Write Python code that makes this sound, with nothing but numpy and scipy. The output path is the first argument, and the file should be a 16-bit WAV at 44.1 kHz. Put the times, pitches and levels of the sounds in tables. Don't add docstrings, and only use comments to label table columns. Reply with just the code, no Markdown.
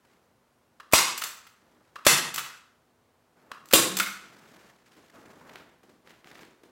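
import sys
import numpy as np
from scipy import signal
from scipy.fft import rfft, irfft
from scipy.io import wavfile

SR = 44100
rng = np.random.default_rng(int(sys.argv[2]) if len(sys.argv) > 2 else 0)


def pcm_store(signal):
    levels = np.round(np.clip(np.atleast_2d(signal), -1, 1) * 32767)
    wavfile.write(sys.argv[1], SR, levels.astype(np.int16).T)


N = 295911

# (time [s], crack level [dB], crack length [s], thump level before its bass cut [dB],
#           room level [dB], wood knock pitch [Hz], wood knock level [dB])
STAPLE_SHOTS = [(0.9337, -8, 0.007, -13.5, -14.5, 654, -7.5), (2.066, -9, 0.0068, -23.5, -14, 584, -8.5),
                (3.7348, -6.5, 0.01, -14, -15, 537, -8.5)]
# (frequency [Hz], level [dB])
CRACK_COLOURS = [
    [(100, -7.5), (300, 3), (750, -2), (1000, 4), (1600, -13.5), (2300, 2), (3200, -22.5), (7500, -16.5),
     (16000, -14.5)],
    [(100, -19), (180, 0), (500, -9), (850, -6.5), (1000, 1), (1900, -0.5), (3000, -9.5), (6000, -13),
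     (16000, -15)],
    [(100, -9), (330, 4), (850, -10.5), (1200, -3), (1800, -5), (2400, -5), (3800, -4), (6000, -13.5),
     (7500, -8), (9000, -12.5), (16000, -6)],
]
# (frequency [Hz], level [dB])
ROOM_COLOURS = [
    [(90, -30), (140, -10.5), (400, -7.5), (750, -3.5), (950, 7), (1700, -0.5), (3200, -2.5), (6000, -2.5),
     (10500, -4.5), (16000, -13)],
    [(90, -24), (140, 0), (400, -7.5), (750, -3), (1100, 3.5), (2000, -1), (3200, -4), (6000, -4.5),
     (10500, -4.5), (16000, -15)],
    [(90, -18), (140, 0.5), (400, 3.5), (750, -2), (1200, 2.5), (1700, 1), (3400, -6), (6000, -3),
     (10500, -2), (16000, -8.5)],
]
# (frequency [Hz], width [Hz], boost [dB])
WOOD_RESONANCES = [
    [(353, 13, 10), (526, 16, 4), (1120, 47, 7.5), (2144, 98, 10.5)],
    [(350, 14, 12), (478.3, 15, 9.5), (1290, 25, 5.5), (1640, 15, 8.5), (1887, 37, 9.5), (2060, 30, 12.5)],
    [(330, 22, 12.5), (520, 15, 12.5), (1100, 22, 11), (3740, 260, 8.5), (7520, 670, 3)],
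]
# (frequency [Hz], width [Hz], boost [dB])
STEEL_RESONANCES = [(3180, 7.4, 5.5), (3470, 30, 6.5), (4220, 23, 7), (5200, 11, 3.5), (6900, 13, 5.5),
                    (7660, 220, 5), (11440, 120, 6.5)]

# (time [s], pitch [Hz], level [dB])
BOARD_HUMS = [(3.7353, 184.6, -36), (3.899, 190, -33), (4, 202, -41)]

# (time [s], level [dB], length [s], main resonance [Hz], damping by the grip [1 = free])
LEVER_KNOCKS = [(.914, -48, .012, 1200, 3), (1.217, -29.5, .012, 1290, 3.2), (1.467, -51, .012, 1350, 2.5),
                (2.050, -36, .016, 1250, 3), (2.379, -27.5, .018, 1340, 3.8), (3.710, -36, .012, 1400, 4),
                (3.999, -16.5, .007, 1410, 1.7)]
# (frequency [Hz], level [dB])
LEVER_COLOUR = [(80, -24.5), (190, -13), (800, -7), (1200, 2), (2200, -0.5), (4000, -5), (8000, -8.5),
                (16000, -10)]
LEVER_WIDTH_HZ, LEVER_BOOST_DB, OVERTONE_RATIO, OVERTONE_BOOST_DB = 85, 16, 1.52, 15.5

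# (time [s], level [dB], length [s])
LATCH_SLIPS = [(.9243, -26.5, 0.0083), (2.052, -32, 0.016), (3.727, -21, 0.0027)]
# (time [s], level [dB])
SPRING_CREAKS = [(3.657, -48), (3.687, -45)]
CREAK_S = 0.0028
# (time [s], first click level [dB], second click level [dB])
LATCH_RESETS = [(1.177, -30, -39), (2.3412, -30, -25.5), (3.969, -23.5, -22.5)]
RESET_GAP_S, RESET_FIRST_S, RESET_SECOND_S = 0.0185, 0.01, 0.004
# (time [s], level [dB], length [s])
LEVER_RATTLES = [(1.238, -25, 0.0053), (1.47, -55, 0.0055)]
# (frequency [Hz], level [dB])
TICK_COLOUR = [(100, -16), (600, -7), (1400, 3), (3000, -3.5), (5500, -3), (7500, -1), (9500, -7),
               (16000, -2.5)]

# (time [s], level [dB], length [s])
NOSE_PRESSES = [(.7995, -42, .011), (1.957, -37.5, .012), (3.5155, -31.5, .006)]
# (frequency [Hz], level [dB])
PRESS_COLOUR = [(60, -14), (200, -9), (480, -5), (850, -11.5), (1200, 4), (2200, -4.5), (3500, -7.5),
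                (7000, -16), (16000, -24.5)]
# (frequency [Hz], width [Hz], boost [dB])
NOSE_RESONANCES = [(1080, 380, 14.5), (1750, 170, 6.5)]
SETTLE_DELAY_S, SETTLE_CHANGE_DB = 0.031, -15

# (time [s], level [dB], length [s])
TABLE_BUMPS = [(4.965, -57.5, 0.031), (5.142, -55, 0.011), (5.832, -55, 0.011), (5.893, -55, 0.014),
               (6.42, -52.5, 0.015), (6.634, -51.5, 0.0098)]
# (frequency [Hz], level [dB])
BUMP_COLOUR = [(60, -10), (340, 12.5), (600, 2), (1500, -4), (16000, -23)]

# (time [s], level [dB], length [s])
CLOTH_SNAGS = [(5.493, -48, 0.009), (5.5566, -38.5, 0.0039), (6.0732, -49, 0.0042), (6.1059, -48.5, .004),
               (6.2441, -46, 0.0023)]
# (frequency [Hz], level [dB])
SNAG_COLOUR = [(100, -11), (350, 4), (700, -1), (2000, 4), (4000, -4), (7500, -19.5), (16000, -21)]
DRAG_START_S, DRAG_END_S, DRAG_DB = 6.273, 6.45, -48
CATCH_EVERY_S, CATCH_S, CATCH_JITTER_S, CATCH_SPREAD_DB = 0.04, 0.004, 0.000986, 1.0

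# (start time [s], length before fading [s], low rub level [dB], high swish level [dB])
HAND_STROKES = [(0.036, 0.094, -67.5, -71.5), (1.607, 0.53, -67.5, -74), (3.356, 0.44, -62, -73),
                (4.2, 0.48, -58.5, -60.5), (4.851, 0.22, -65.5, -65), (5.127, 0.46, -53.5, -63.5),
                (6.042, 0.09, -60.5, -64.5), (6.247, 0.17, -57.5, -59.5)]
# (frequency [Hz], level [dB])
RUB_COLOUR = [(30, -16), (90, -10), (180, -1.5), (330, -2), (600, -5), (1500, -9), (4000, -37)]
# (frequency [Hz], level [dB])
SWISH_COLOUR = [(800, -14.5), (1700, 1), (3500, -6.5), (7500, -11), (8500, -15.5), (16000, -20.5)]
STROKE_ATTACK_S, STROKE_RELEASE_S = 0.015, 0.11

# (frequency [Hz], level [dB])
AIR_COLOUR = [(25, -24), (70, -9), (250, -11), (500, -11.5), (1100, -15), (2700, -26), (16000, -36)]
AIR_DB, HUM_HZ, HUM_DB = -67.5, 242.5, -78.5

# (frequency [Hz], decay time [s])
ROOM_DECAY = [(60, 1), (170, 0.73), (450, .6), (1300, 0.61), (4000, 0.53), (8000, .48), (12000, 0.36),
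              (16000, 0.33)]
ROOM_BUILD_S, ROOM_HOLD_S = 0.004, 0.025
ECHO_CLUMP_DB, ECHO_CLUMPS_PER_S = 1.27, 92

CUTOFF_HZ = 16000


def staples(thump_hz, thump_s, thump_cut_hz, knock_s):
    out = np.zeros(N)
    bass_cut = signal.butter(2, thump_cut_hz, "high", fs=SR, output="sos")
    thump = signal.sosfilt(bass_cut, ring(thump_hz, thump_s))
    shots = zip(STAPLE_SHOTS, CRACK_COLOURS, ROOM_COLOURS, WOOD_RESONANCES)
    for shot, crack_colour, room_colour, wood in shots:
        s, crack_db, length, thump_db, room_db, knock_hz, knock_db = shot
        steel = STEEL_RESONANCES + overtones()
        crack = body(chatter(length), crack_colour, steel)
        wood_knock = ring(knock_hz, knock_s)
        echoes = body(room_tail(), room_colour, steel + wood)
        add(out, s, from_db(crack_db) * crack)
        add(out, s, -from_db(thump_db) * thump - from_db(knock_db) * wood_knock)
        add(out, s, from_db(room_db) * echoes)
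    return out


def board(decay_s, swell_s):
    out = np.zeros(N)
    for s, hz, db in BOARD_HUMS:
        swelling_tone = ring(hz, decay_s) - ring(hz, swell_s)
        add(out, s, from_db(db) * swelling_tone)
    return out


def lever(wet_db):
    out = np.zeros(N)
    for s, db, length, hz, damping in LEVER_KNOCKS:
        width = LEVER_WIDTH_HZ * damping
        loss_db = 10 * np.log10(damping)
        main = (hz, width, LEVER_BOOST_DB - loss_db)
        overtone = (hz * OVERTONE_RATIO, width, OVERTONE_BOOST_DB - 2 * loss_db)
        knock = body(contact(length, wet_db), LEVER_COLOUR, [main, overtone] + overtones())
        add(out, s, from_db(db) * knock)
    return out


def ticks():
    rows = LATCH_SLIPS + LEVER_RATTLES
    rows = rows + [(s, db, CREAK_S) for s, db in SPRING_CREAKS]
    for s, first_db, second_db in LATCH_RESETS:
        first = (s, first_db, RESET_FIRST_S)
        second = (s + RESET_GAP_S, second_db, RESET_SECOND_S)
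        rows = rows + [first, second]
    return rows


def presses():
    settling = [(s + SETTLE_DELAY_S, db + SETTLE_CHANGE_DB, length) for s, db, length in NOSE_PRESSES]
    return NOSE_PRESSES + settling


def slips():
    times = np.arange(DRAG_START_S, DRAG_END_S, CATCH_EVERY_S)
    chances = rng.standard_normal((len(times), 2))
    catches = []
    for s, (late, firm) in zip(times, chances):
        catches.append((s + CATCH_JITTER_S * late, DRAG_DB + CATCH_SPREAD_DB * firm, CATCH_S))
    return CLOTH_SNAGS + catches


def touches(rows, colour, resonances, wet_db):
    out = np.zeros(N)
    for s, db, length in rows:
        add(out, s, from_db(db) * contact(length, wet_db))
    return body(out, colour, resonances)


def cloth():
    motion = np.array([stroke(start, length) for start, length, _, _ in HAND_STROKES])
    levels = from_db(np.array(HAND_STROKES)[:, 2:].T)
    low, high = np.sqrt(levels ** 2 @ motion ** 2)
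    rub = low * body(friction(grain_db=2.5, grains_per_s=74), RUB_COLOUR)
    swish = high * body(friction(grain_db=3.5, grains_per_s=190), SWISH_COLOUR)
    return rub + swish


def stroke(start, length):
    age = np.arange(N) / SR - start
    rise = np.clip(age / STROKE_ATTACK_S, 0, 1)
    fade = np.exp(-np.maximum(age - length, 0) / STROKE_RELEASE_S)
    return rise * fade


def friction(grain_db, grains_per_s):
    strength = from_db(grain_db * wander(grains_per_s, N))
    return rms_one(rng.standard_normal(N) * strength)


def contact(length, wet_db):
    sound = room_tail() * from_db(wet_db) * np.sqrt(length / ROOM_HOLD_S)
    direct = chatter(length)
    sound[:len(direct)] += direct
    return sound


def chatter(length, size=4096):
    t = np.arange(size) / SR
    grip = np.exp(-(t / length) ** 3)
    spectrum = rfft(grip * rng.standard_normal(size))
    even_noise = irfft(spectrum / (np.abs(spectrum) + 1e-9))
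    burst = even_noise * np.sqrt(grip)
    return rms_one(burst) * np.sqrt(np.mean(grip ** 2))


def overtones(count=28, width_hz=55, db=7):
    edges = np.geomspace(2400, CUTOFF_HZ, count + 1)
    pitches = rng.uniform(edges[:-1], edges[1:])
    return [(hz, width_hz * np.sqrt(hz / edges[0]), db) for hz in pitches]


def ring(hz, decay_s):
    t = np.arange(SR) / SR
    return np.sin(2 * np.pi * hz * t) * np.exp(-t / decay_s)


def body(x, colour, resonances=(), size=16384):
    hz = np.arange(size // 2 + 1) * SR / size
    bass_cut = hz ** 2 / (hz ** 2 + 30 ** 2)
    gain = from_db(at_hz(colour, hz)) * bass_cut
    for centre, width, db in resonances:
        peak = (from_db(db) ** 2 - 1) / (1 + (2 * (hz - centre) / width) ** 2)
        gain = gain * np.sqrt(1 + peak)
    cepstrum = irfft(np.log(rms_one(gain) + 1e-4))
    cepstrum[1:size // 2] *= 2
    cepstrum[size // 2 + 1:] = 0
    response = irfft(np.exp(rfft(cepstrum)))
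    return signal.fftconvolve(x, response)[:len(x)]


def room_tail(count=14):
    t, hz = np.arange(SR) / SR, np.arange(SR // 2 + 1)
    white = rfft(rng.standard_normal(SR))
    centres = np.geomspace(60, 16000, count)
    age = np.hypot(t, ROOM_HOLD_S) - ROOM_HOLD_S
    tail = 0
    for centre, share in zip(centres, np.eye(count)):
        band = irfft(white * at_hz(np.c_[centres, share], hz), SR)
        tail = tail + band * np.exp(-np.log(1000) * age / at_hz(ROOM_DECAY, centre))
    build = 1 - np.exp(-t / ROOM_BUILD_S)
    clumps = from_db(ECHO_CLUMP_DB * wander(ECHO_CLUMPS_PER_S, SR))
    return tail * build * clumps


def wander(per_s, size):
    steps = rng.standard_normal(size // 10)
    return np.interp(np.arange(size) / SR * per_s, np.arange(len(steps)), steps)


def from_db(db):
    return 10 ** (np.asarray(db) / 20)


def rms_one(x):
    return x / np.sqrt(np.mean(x ** 2) + 1e-20)


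def at_hz(points, hz):
    f, value = np.transpose(points)
    return np.interp(np.log(np.maximum(hz, 1)), np.log(f), value)


def add(out, s, sound):
    at = round(s * SR)
    out[at:at + len(sound)] += sound[:N - at]


def background():
    air = body(rng.standard_normal(N), AIR_COLOUR)
    hum = np.sqrt(2) * np.sin(2 * np.pi * HUM_HZ * np.arange(N) / SR)
    return from_db(AIR_DB) * air + from_db(HUM_DB) * hum


def scene():
    gun = staples(thump_hz=55, thump_s=0.0092, thump_cut_hz=120, knock_s=0.0052)
    gun += board(decay_s=0.081, swell_s=0.016)
    gun += lever(wet_db=-6.5)
    gun += touches(ticks(), TICK_COLOUR, STEEL_RESONANCES + overtones(), wet_db=-5.5)
    gun += touches(presses(), PRESS_COLOUR, NOSE_RESONANCES + overtones(), wet_db=-9.5)
    hands = touches(TABLE_BUMPS, BUMP_COLOUR, [], wet_db=-2.5)
    hands += touches(slips(), SNAG_COLOUR, [], wet_db=-7.0)
    hands += cloth()
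    return (gun + hands + background())[None]


def record(dry):
    top = 1.2
    rounded = top * np.tanh(dry / top)
    bass_cut = signal.butter(2, 32, "high", fs=SR, output="sos")
    top_cut = signal.ellip(10, 0.2, 90, CUTOFF_HZ, fs=SR, output="sos")
    return signal.sosfilt(top_cut, signal.sosfilt(bass_cut, rounded))


dry = scene()
out = record(dry)
pcm_store(out)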